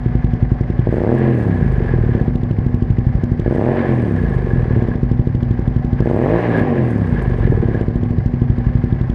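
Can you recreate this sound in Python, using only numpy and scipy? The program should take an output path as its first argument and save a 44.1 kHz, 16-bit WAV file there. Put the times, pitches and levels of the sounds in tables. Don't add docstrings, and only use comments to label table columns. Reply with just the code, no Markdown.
import sys
import numpy as np
from scipy import signal
from scipy.fft import rfft, irfft, next_fast_len
from scipy.io import wavfile
from scipy.ndimage import uniform_filter1d

SR = 44100
rng = np.random.default_rng(int(sys.argv[2]) if len(sys.argv) > 2 else 0)


def bounce(signal):
    frames = np.transpose(np.atleast_2d(signal))
    limited = np.clip(frames, -1, 1)
    pcm = np.round(limited * 32767).astype(np.int16)
    wavfile.write(sys.argv[1], SR, pcm)


N = 403074
TIME = np.arange(N) / SR
GRAIN_S = np.arange(-SR // 50, SR // 50) / SR

# time_s, speed_hz
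IDLE = [(0, 10.96), (.8, 10.92), (2.55, 13.03), (3.2, 11.73), (3.4, 13.09), (5.05, 11.51), (5.25, 13.22),
        (5.65, 11.61), (6, 12.28), (8.1, 13.34), (8.7, 11.61), (9.14, 11.59)]
# open_s, ease_s, shut_s, top_speed_hz, braking_hz_per_s, glide_hz_per_s
REVS = [(.822, 1.141, 1.262, 44.04, 44, 20.41), (3.396, 3.717, 3.82, 47.29, 44, 19.49),
        (5.964, 6.37, 6.375, 61.13, 43, 19), (6.43, 6.44, 6.445, 60.7, 51.19, 19.033)]
# speed_hz, front_db, rear_db, width_ms, rear_lag_cycles
STROKES_SHUT = [(11.76, -7, -17.5, 0.84, .39), (13.43, -7, -17, 0.68, .38), (16.76, -5.5, -8, 0.65, .45),
                (20.17, -14, -9.5, 1.2, .47), (25.5, -20.5, -11.5, 1.25, .41), (26.8, -13.5, -9, 1.07, .39),
                (38.2, -11.5, -10.5, 0.61, 0.381), (46, -11.5, -8.5, 0.55, 0.39),
                (51.6, -11.5, -12, 0.45, 0.39), (56.5, -8.5, -8.5, 0.4, 0.395)]
STROKES_OPEN = [(12.9, -4, -9, .65, .345), (15.6, -2.2, -7, 0.48, 0.31), (18, -2.8, -3.8, 0.44, 0.32),
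                (22.3, -4.3, -5.2, 0.45, .345), (27, -6, -4.8, 0.39, .37), (40, -4.3, -5.5, 0.36, .35),
                (58.4, -6.5, -3.5, 0.33, .355)]
# speed_hz, level_db
AFTERPULSE = [(28, -36.5), (35, -20), (44, -22.5), (52, -18.5), (57, -25)]
# time_s, dip_db
STUMBLES = [(1.195, -4.5), (3.77, -2), (6.415, -5)]
# time_s, level_db
POPS = [(1.891, -13.5), (1.939, -8.5), (1.985, -14), (4.028, -10.5), (4.559, -12.5), (4.657, -16),
        (4.774, -6.5), (6.615, -4.5), (6.961, -13), (7.019, -10), (7.434, -10.5), (7.475, -7.5),
        (7.523, -4.5), (7.530, -6.5), (7.627, -9), (7.636, -7.5), (7.755, -11.5)]
# speed_hz, level_db
BARK = [(11.2, -43), (12, -28.5), (13.3, -24), (14.5, -19.5), (17, -17), (23, -17.5), (29, -21.5),
        (42, -31)]
# speed_hz, roar_db, clatter_db, hiss_db
NOISES_SHUT = [(11.5, -31.5, -42, -83.5), (12.76, -32, -45, -80.5), (14.4, -26.5, -40, -70),
               (21, -28, -39, -66), (25, -26.5, -38, -64), (38.5, -25.5, -38, -59.5),
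               (47, -18, -38.5, -66.5), (56.7, -19, -32.5, -61.5)]
NOISES_OPEN = [(15, -32, -39.5, -75), (22.1, -47, -37.5, -60), (33.5, -43.5, -37, -61.5),
               (44.4, -21.5, -38, -60.5), (57.2, -18.5, -33, -60)]
# place_cycles, boost_db, width_cycles
VALVES = [(.29, 4, .04), (.75, 4, .04), (.85, 4, .035), (.96, 3.5, .035)]
# time_s, clatter_change_db
RATTLES = [(1.23, 4.5), (1.9, 3.5), (2.139, 2.5), (3.465, -2), (3.8, 7.5), (3.88, 6.5), (4.721, 2),
           (6.003, 1.5), (6.35, 0), (6.58, 7), (6.79, 2.5), (7.19, 4.5), (7.45, 4), (7.765, 2)]
# time_s, level_db
CLANKS = [(1.177, -29), (1.258, -30), (1.528, -30), (1.627, -28), (1.880, -31), (1.89, -31), (1.925, -30),
          (1.939, -30), (3.462, -31), (3.767, -26), (3.825, -30), (4.188, -29), (4.253, -35), (4.505, -27),
          (4.557, -33), (4.699, -38), (4.713, -35), (4.792, -38), (4.915, -31.5), (6.335, -26),
          (6.547, -24), (6.583, -29), (6.619, -28), (6.779, -30), (7.162, -28), (7.419, -28.5),
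          (7.430, -35), (7.525, -32.5), (7.711, -30), (7.747, -30)]
# pitch_hz, level_db, t60_s
CLANK_MODES = [(1681, 0.5, .075), (1760, -11, 0.056), (1650, -10.5, 0.054), (2110, -13.5, 0.032),
               (1060, -13, .04)]
# time_s, level_db
HARD_TICKS = [(0.793, -38), (2.7443, -44), (2.9884, -50), (3.239, -43), (3.3204, -45), (5.35, -48),
              (5.678, -42), (5.9344, -52), (6.0043, -31), (7.8106, -46), (8.2582, -38), (8.5, -40)]
# time_s, level_db, width_s
SPITS = [(1.392, -65, 0.043), (1.727, -65, 0.0058), (4.025, -70, 0.045), (4.36, -61, 0.0084),
         (6.167, -66, 0.017), (6.594, -59.5, 0.025), (6.9, -64, 0.027), (7.233, -58, 0.009)]
# speed_hz, level_db
GEAR_WHINE = [(10.9, -45.5), (11.7, -50), (12.6, -54), (14, -65)]
# delay_ms, gain
ECHOES = [(1.8, .08), (4.2, -.1), (5.7, -.11), (7.0, -.1), (8.4, .19), (16.6, .1), (17.6, .16), (24.7, .05),
          (33.1, .1), (41, .07), (44, -.12), (54, .1), (62.8, .05), (86, -.06), (96.6, -.06)]
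# pitch_hz, width_hz, level_db
BOOM = [(51.4, 12, 7), (101.1, 16, -.5), (121.9, 4, -0.5), (128.1, 4.7, -1), (165.7, 20, -6), (216, 10, -6),
        (344.6, 27, -2), (453, 13, -1.5)]
# pitch_hz, waver_hz, level_db
HUMS = [(123.3, 4.4, -28.5), (241.2, 2.2, -31), (768, 8, -53)]
# frequency_hz, level_db
ROAR_EQ = [(170, -21), (350, 11), (600, 8.5), (670, 3.5), (765, 9), (900, -5), (1070, 2), (1280, -15.5),
           (1900, -32.5)]
HISS_EQ = [(2500, -17.5), (4700, 2), (5500, -5.5), (6400, 0.5), (7300, -7), (8400, 1), (9400, -7),
           (11000, -5), (12000, -15), (12700, -17), (14000, -29.5)]
CLATTER_EQ = [(900, -1.5), (1350, -8.5), (1550, -4), (1700, 1), (1820, -6.5), (2000, -5), (2600, -18),
              (3300, -22), (4000, -29), (4900, -34), (6100, -44.5)]
WHIR_EQ = [(3100, -2), (4800, 4), (6400, -7), (8400, -15.5), (11000, -23.5), (13000, -32)]
RASP_EQ = [(1500, -6.5), (1750, 8), (2200, -0.5), (2800, -6.5), (3500, -18)]
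TICK_EQ = [(1500, -18.5), (3000, 5.5), (4400, -5), (6500, -9.5), (9000, -16.5), (12000, -25.5)]
SPIT_EQ = [(4000, -15), (8500, 0), (13000, -6), (15000, -25)]
RUMBLE_EQ = [(29, -13), (41, -4), (51, 4.5), (76, -17), (101, 1.5), (122, -4.5), (150, -2), (210, -26.5)]
TAIL_EQ = [(40, -25), (150, -9.5), (350, -6.5), (800, -5.5), (2000, -4), (6000, -12)]


def crank(catch_hz=27, lowest_hz=10, flywheel_s=.1, twist_s=.05, lead_s=.0075, holding_throttle=.28):
    speed, throttle = read(IDLE, TIME)[0], np.zeros(N)
    for opens, eases, shuts, top, braking, glide in REVS:
        catches = shuts + (top - catch_hz) / braking
        ends = catches + (catch_hz - lowest_hz) / glide
        rev = np.interp(TIME, [opens, eases, shuts, catches, ends],
                        [lowest_hz, top, top, catch_hz, lowest_hz])
        speed = np.maximum(speed, rev)
        held = (TIME > opens - lead_s) & (TIME < shuts)
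        throttle += held * np.where(TIME < eases, 1, holding_throttle)
    return (uniform_filter1d(speed, round(flywheel_s * SR), mode="nearest"),
            uniform_filter1d(throttle, round(twist_s * SR), mode="nearest"))


def firing(phase, speed, throttle, jitter_ms=.28, uneven_db=2.2, after_cycles=.736, after_ms=.61):
    cycles = np.arange(1, int(phase[-1]) + 1)
    rate, load = np.interp(cycles, phase, speed), np.interp(cycles, phase, throttle)
    front_db, rear_db, width_ms, lag = by_load(STROKES_SHUT, STROKES_OPEN, rate, load)
    after_db = read(AFTERPULSE, rate)[0] - 20 * load - np.interp(rate, [14, 28], [20, 0])
    ragged = (1 - load) * np.interp(rate, [14, 24], [0, 1])
    strokes = []
    for due, db, width in ((cycles, front_db, width_ms), (cycles + lag, rear_db, width_ms),
                           (cycles + after_cycles, after_db, np.full(len(cycles), after_ms))):
        late, strong = ragged * rng.standard_normal((len(cycles), 2)).T
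        s = np.interp(due, phase, TIME) + late * jitter_ms / 1000
        stumble_db = sum(dip * bell(s - at, width=.024) for at, dip in STUMBLES)
        strokes.append(np.c_[s, db + stumble_db + uneven_db * strong, width, rate][due < phase[-1]])
    return np.vstack(strokes)


def pulse(width_ms, rebound):
    ms = GRAIN_S * 1000
    lobe = bell(1.09 * ms, width_ms)
    swing_age = np.maximum(ms, 0) / (.78 + 1.846 * width_ms)
    swing = swing_age ** 3 * np.exp(-3 * swing_age)
    return rebound * swing * lobe.sum() / swing.sum() - lobe


def exhaust(strokes, uneven_db=.9, blare_db=-12):
    out, sharp = np.zeros(N), np.zeros(N)
    for s, db, width_ms, speed in strokes:
        level_luck, width_luck = rng.standard_normal(2)
        sharpness = np.interp(width_ms, [.48, .78], [1, 0])
        rebound = (1 - sharpness) * np.interp(speed, [13, 24], [1.88, .78]) + .6 * sharpness
        wave = from_db(db + uneven_db * level_luck) * pulse(width_ms * from_db(width_luck), rebound)
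        add(out, s, wave)
        add(sharp, s, sharpness * wave)
    return out + from_db(blare_db) * resonance(sharp, hz=520, width_hz=380)


def afterfire():
    out = np.zeros(N)
    for s, db in POPS:
        add(out, s, from_db(db) * pulse(width_ms=.5, rebound=.86))
    return out


def burble(gas, speed, throttle):
    braking = gas * (1 - throttle) * flicker(depth_db=4, per_s=60)
    fast = np.interp(speed, [28.3, 35.4, 52, 60], [.046, .76, .67, .18])
    slow = np.interp(speed, [18, 23, 31, 37], [0, 1, 1, 0])
    return (from_db(-4) * resonance(braking * fast, hz=240, width_hz=170)
            + from_db(-5) * resonance(braking * slow, hz=170, width_hz=60))


def bark(phase, speed, throttle, pipe_hz=395, width_s=.0023, uneven_db=2):
    out = np.zeros(N)
    ring = np.sin(2 * np.pi * pipe_hz * GRAIN_S) * bell(GRAIN_S, width_s)
    opens = np.interp(np.arange(1, int(phase[-1]) + 1), phase, TIME)
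    strength = np.interp(opens, TIME, (1 - throttle) * from_db(read(BARK, speed)[0]))
    for s, gain in zip(opens, strength):
        add(out, s, gain * from_db(uneven_db * rng.standard_normal()) * ring)
    return out


def gas_rush(phase, roar_db, hiss_db, swell_db=.5):
    swell = from_db(swell_db * np.cos(2 * np.pi * (phase + .023)))
    roar = from_db(roar_db - 6) * noise(ROAR_EQ) * flicker(depth_db=2, per_s=97)
    hiss = from_db(hiss_db - 4) * noise(HISS_EQ) * flicker(depth_db=6, per_s=660)
    return swell * (roar + hiss)


def valve_beat(phase):
    accents_db = sum(db * bell((phase - place + .5) % 1 - .5, width) for place, db, width in VALVES)
    return rms_one(from_db(accents_db))


def valve_gear(phase, clatter_db):
    clatter = from_db(clatter_db - .54) * noise(CLATTER_EQ) * flicker(depth_db=1.5, per_s=120)
    whir = from_db(-66 + .26 * (clatter_db + 42)) * noise(WHIR_EQ)
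    return valve_beat(phase) * (clatter + whir)


def jangle(phase, speed, throttle, clatter_db, ring_hz=1700, width_hz=65):
    level_db = clatter_db - 6 - 4 * throttle + np.interp(speed, [13, 15.5], [-14, 0])
    knocks = rng.standard_normal(N) * flicker(depth_db=3.4, per_s=41) * valve_beat(phase)
    ring = resonance(resonance(knocks, ring_hz, width_hz), ring_hz, 10 * width_hz)
    return from_db(level_db) * rms_one(ring)


def rasp(phase, speed):
    level_db = -39.5 + .24 * (speed - 50) + np.interp(speed, [30, 44], [-9, 0])
    beat_db = 3 * np.cos(4 * 2 * np.pi * phase)
    return from_db(level_db + beat_db) * noise(RASP_EQ) * flicker(depth_db=2, per_s=60)


def clanks(contact_s=.0012, uneven_db=2):
    out = np.zeros(N)
    age = np.maximum(np.arange(-SR // 8, SR // 8) / SR, 0)
    attack = 1 - np.exp(-age / contact_s)
    for s, db in CLANKS:
        ring = sum(from_db(mode_db + uneven_db * rng.standard_normal() - 60 * age / t60)
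                   * np.sin(2 * np.pi * hz * age) for hz, mode_db, t60 in CLANK_MODES)
        add(out, s, from_db(db + 2) * ring * attack)
    return out


def ticks(strokes, gap_s=.0031, width_s=.00068, hard_lag_s=.0015):
    gate = np.zeros(N)
    double_tick = from_db(-9) * bell(GRAIN_S, width_s) + bell(GRAIN_S - gap_s, width_s)
    for s, db, width_ms, speed in strokes:
        level_db = -37 + 2.67 * min(db + 5, 0) + .5 * rng.standard_normal()
        slowness = np.interp(speed, [13, 19], [1, .3])
        roundness = np.interp(width_ms, [.5, .72], [.2, 1])
        add(gate, s, double_tick * from_db(level_db) * slowness * roundness)
    for s, db in HARD_TICKS:
        add(gate, s + hard_lag_s, from_db(db - 3.5) * np.exp(-(GRAIN_S / width_s) ** 2))
    return gate * noise(TICK_EQ)


def spits(phase, sharpness=3):
    gate = sum(from_db(db) * bell(TIME - s, width_s) for s, db, width_s in SPITS)
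    beat = rms_one(.2 + np.exp(sharpness * (np.cos(2 * np.pi * phase) - 1)))
    return gate * beat * noise(SPIT_EQ) * flicker(depth_db=4, per_s=500)


def whine(phase, speed, waves_per_cycle=66.6):
    waver = np.log(flicker(depth_db=7.5, per_s=49))
    tone = np.sin(2 * np.pi * waves_per_cycle * phase + waver) * flicker(depth_db=2, per_s=30)
    return from_db(read(GEAR_WHINE, speed)[0]) * rms_one(tone)


def underpass(x, t60_s=1.9, build_s=.035, tail_db=-7, drone_hz=241, drone_width_hz=5, drone_db=2):
    slaps = sum(gain * np.interp(TIME - ms / 1000, TIME, x, left=0) for ms, gain in ECHOES)
    modes = BOOM + [(drone_hz, drone_width_hz, drone_db)]
    boom = sum(from_db(db) * resonance(x, hz, width_hz) for hz, width_hz, db in modes)
    age = TIME[:2 * SR]
    build = 1 - np.exp(-(age / build_s) ** 2)
    decay = rng.standard_normal(len(age)) * from_db(-60 * age / t60_s) * build
    tail = signal.fftconvolve(x, coloured(decay / np.linalg.norm(decay), TAIL_EQ))[:N]
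    return x + slaps + boom + from_db(tail_db) * tail


def rumble(speed, bed_db=-23.5):
    bed = from_db(bed_db) * noise(RUMBLE_EQ)
    for hz, waver_hz, db in HUMS:
        knots = rng.standard_normal(N // 100)
        pitch_hz = hz + waver_hz * np.interp(TIME * 20, np.arange(len(knots)), knots)
        hum = np.sin(2 * np.pi * np.cumsum(pitch_hz) / SR) * flicker(depth_db=2, per_s=13)
        bed += from_db(db) * rms_one(hum)
    return from_db(np.interp(speed, [14, 24, 36], [0, -3, -16])) * bed


def from_db(db):
    return 10 ** (np.asarray(db) / 20)


def rms_one(x):
    return x / np.sqrt(np.mean(x ** 2) + 1e-20)


def bell(offset, width):
    return np.exp(-.5 * (offset / width) ** 2)


def read(rows, at):
    knots, *columns = np.transpose(rows)
    return np.array([np.interp(at, knots, c) for c in columns])


def by_load(shut, opened, speed, throttle):
    return (1 - throttle) * read(shut, speed) + throttle * read(opened, speed)


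def coloured(x, eq):
    hz, db = np.transpose(eq)
    size = next_fast_len(len(x))
    bins = np.maximum(np.fft.rfftfreq(size, 1 / SR), 1)
    gain = from_db(np.interp(np.log(bins), np.log(hz), db))
    skirts = np.minimum(bins / hz[0], 1) ** 2 * np.minimum(hz[-1] / bins, 1) ** 4
    return irfft(rfft(x, size) * gain * skirts, size)[:len(x)]


def noise(eq):
    return rms_one(coloured(rng.standard_normal(N), eq))


def flicker(depth_db, per_s):
    knots = rng.standard_normal(N // 20)
    return rms_one(from_db(depth_db * np.interp(TIME * per_s, np.arange(len(knots)), knots)))


def resonance(x, hz, width_hz):
    r = np.exp(-np.pi * width_hz / SR)
    feedback = [1, -2 * r * np.cos(2 * np.pi * hz / SR), r * r]
    return signal.lfilter(np.array([1, 0, -1]) * (1 - r * r) / 2, feedback, x + 1e-18)


def add(track, s, wave):
    at = round(s * SR) - len(wave) // 2 + np.arange(len(wave))
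    inside = (at >= 0) & (at < N)
    track[at[inside]] += wave[inside]


def scene():
    speed, throttle = crank()
    phase = .323 + np.cumsum(speed) / SR
    strokes = firing(phase, speed, throttle)
    roar_db, clatter_db, hiss_db = by_load(NOISES_SHUT, NOISES_OPEN, speed, throttle)
    clatter_db += sum(db * bell(TIME - s, width=.029) for s, db in RATTLES)
    engine = gas_rush(phase, roar_db, hiss_db) + valve_gear(phase, clatter_db)
    engine += jangle(phase, speed, throttle, clatter_db) + rasp(phase, speed)
    engine += ticks(strokes) + spits(phase)
    gas = exhaust(strokes) + afterfire()
    pipe = gas + burble(gas, speed, throttle) + bark(phase, speed, throttle)
    return (underpass(pipe) + rumble(speed) + engine + clanks() + whine(phase, speed))[None]


def record(dry, low_cut_hz=30, high_cut_hz=15700):
    thinned = signal.sosfilt(signal.butter(1, low_cut_hz, "high", fs=SR, output="sos"), dry)
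    rounded = thinned / (1 + thinned ** 8) ** (1 / 8)
    return signal.sosfilt(signal.cheby2(12, 70, high_cut_hz, fs=SR, output="sos"), rounded)


dry = scene()
out = record(dry)
bounce(out)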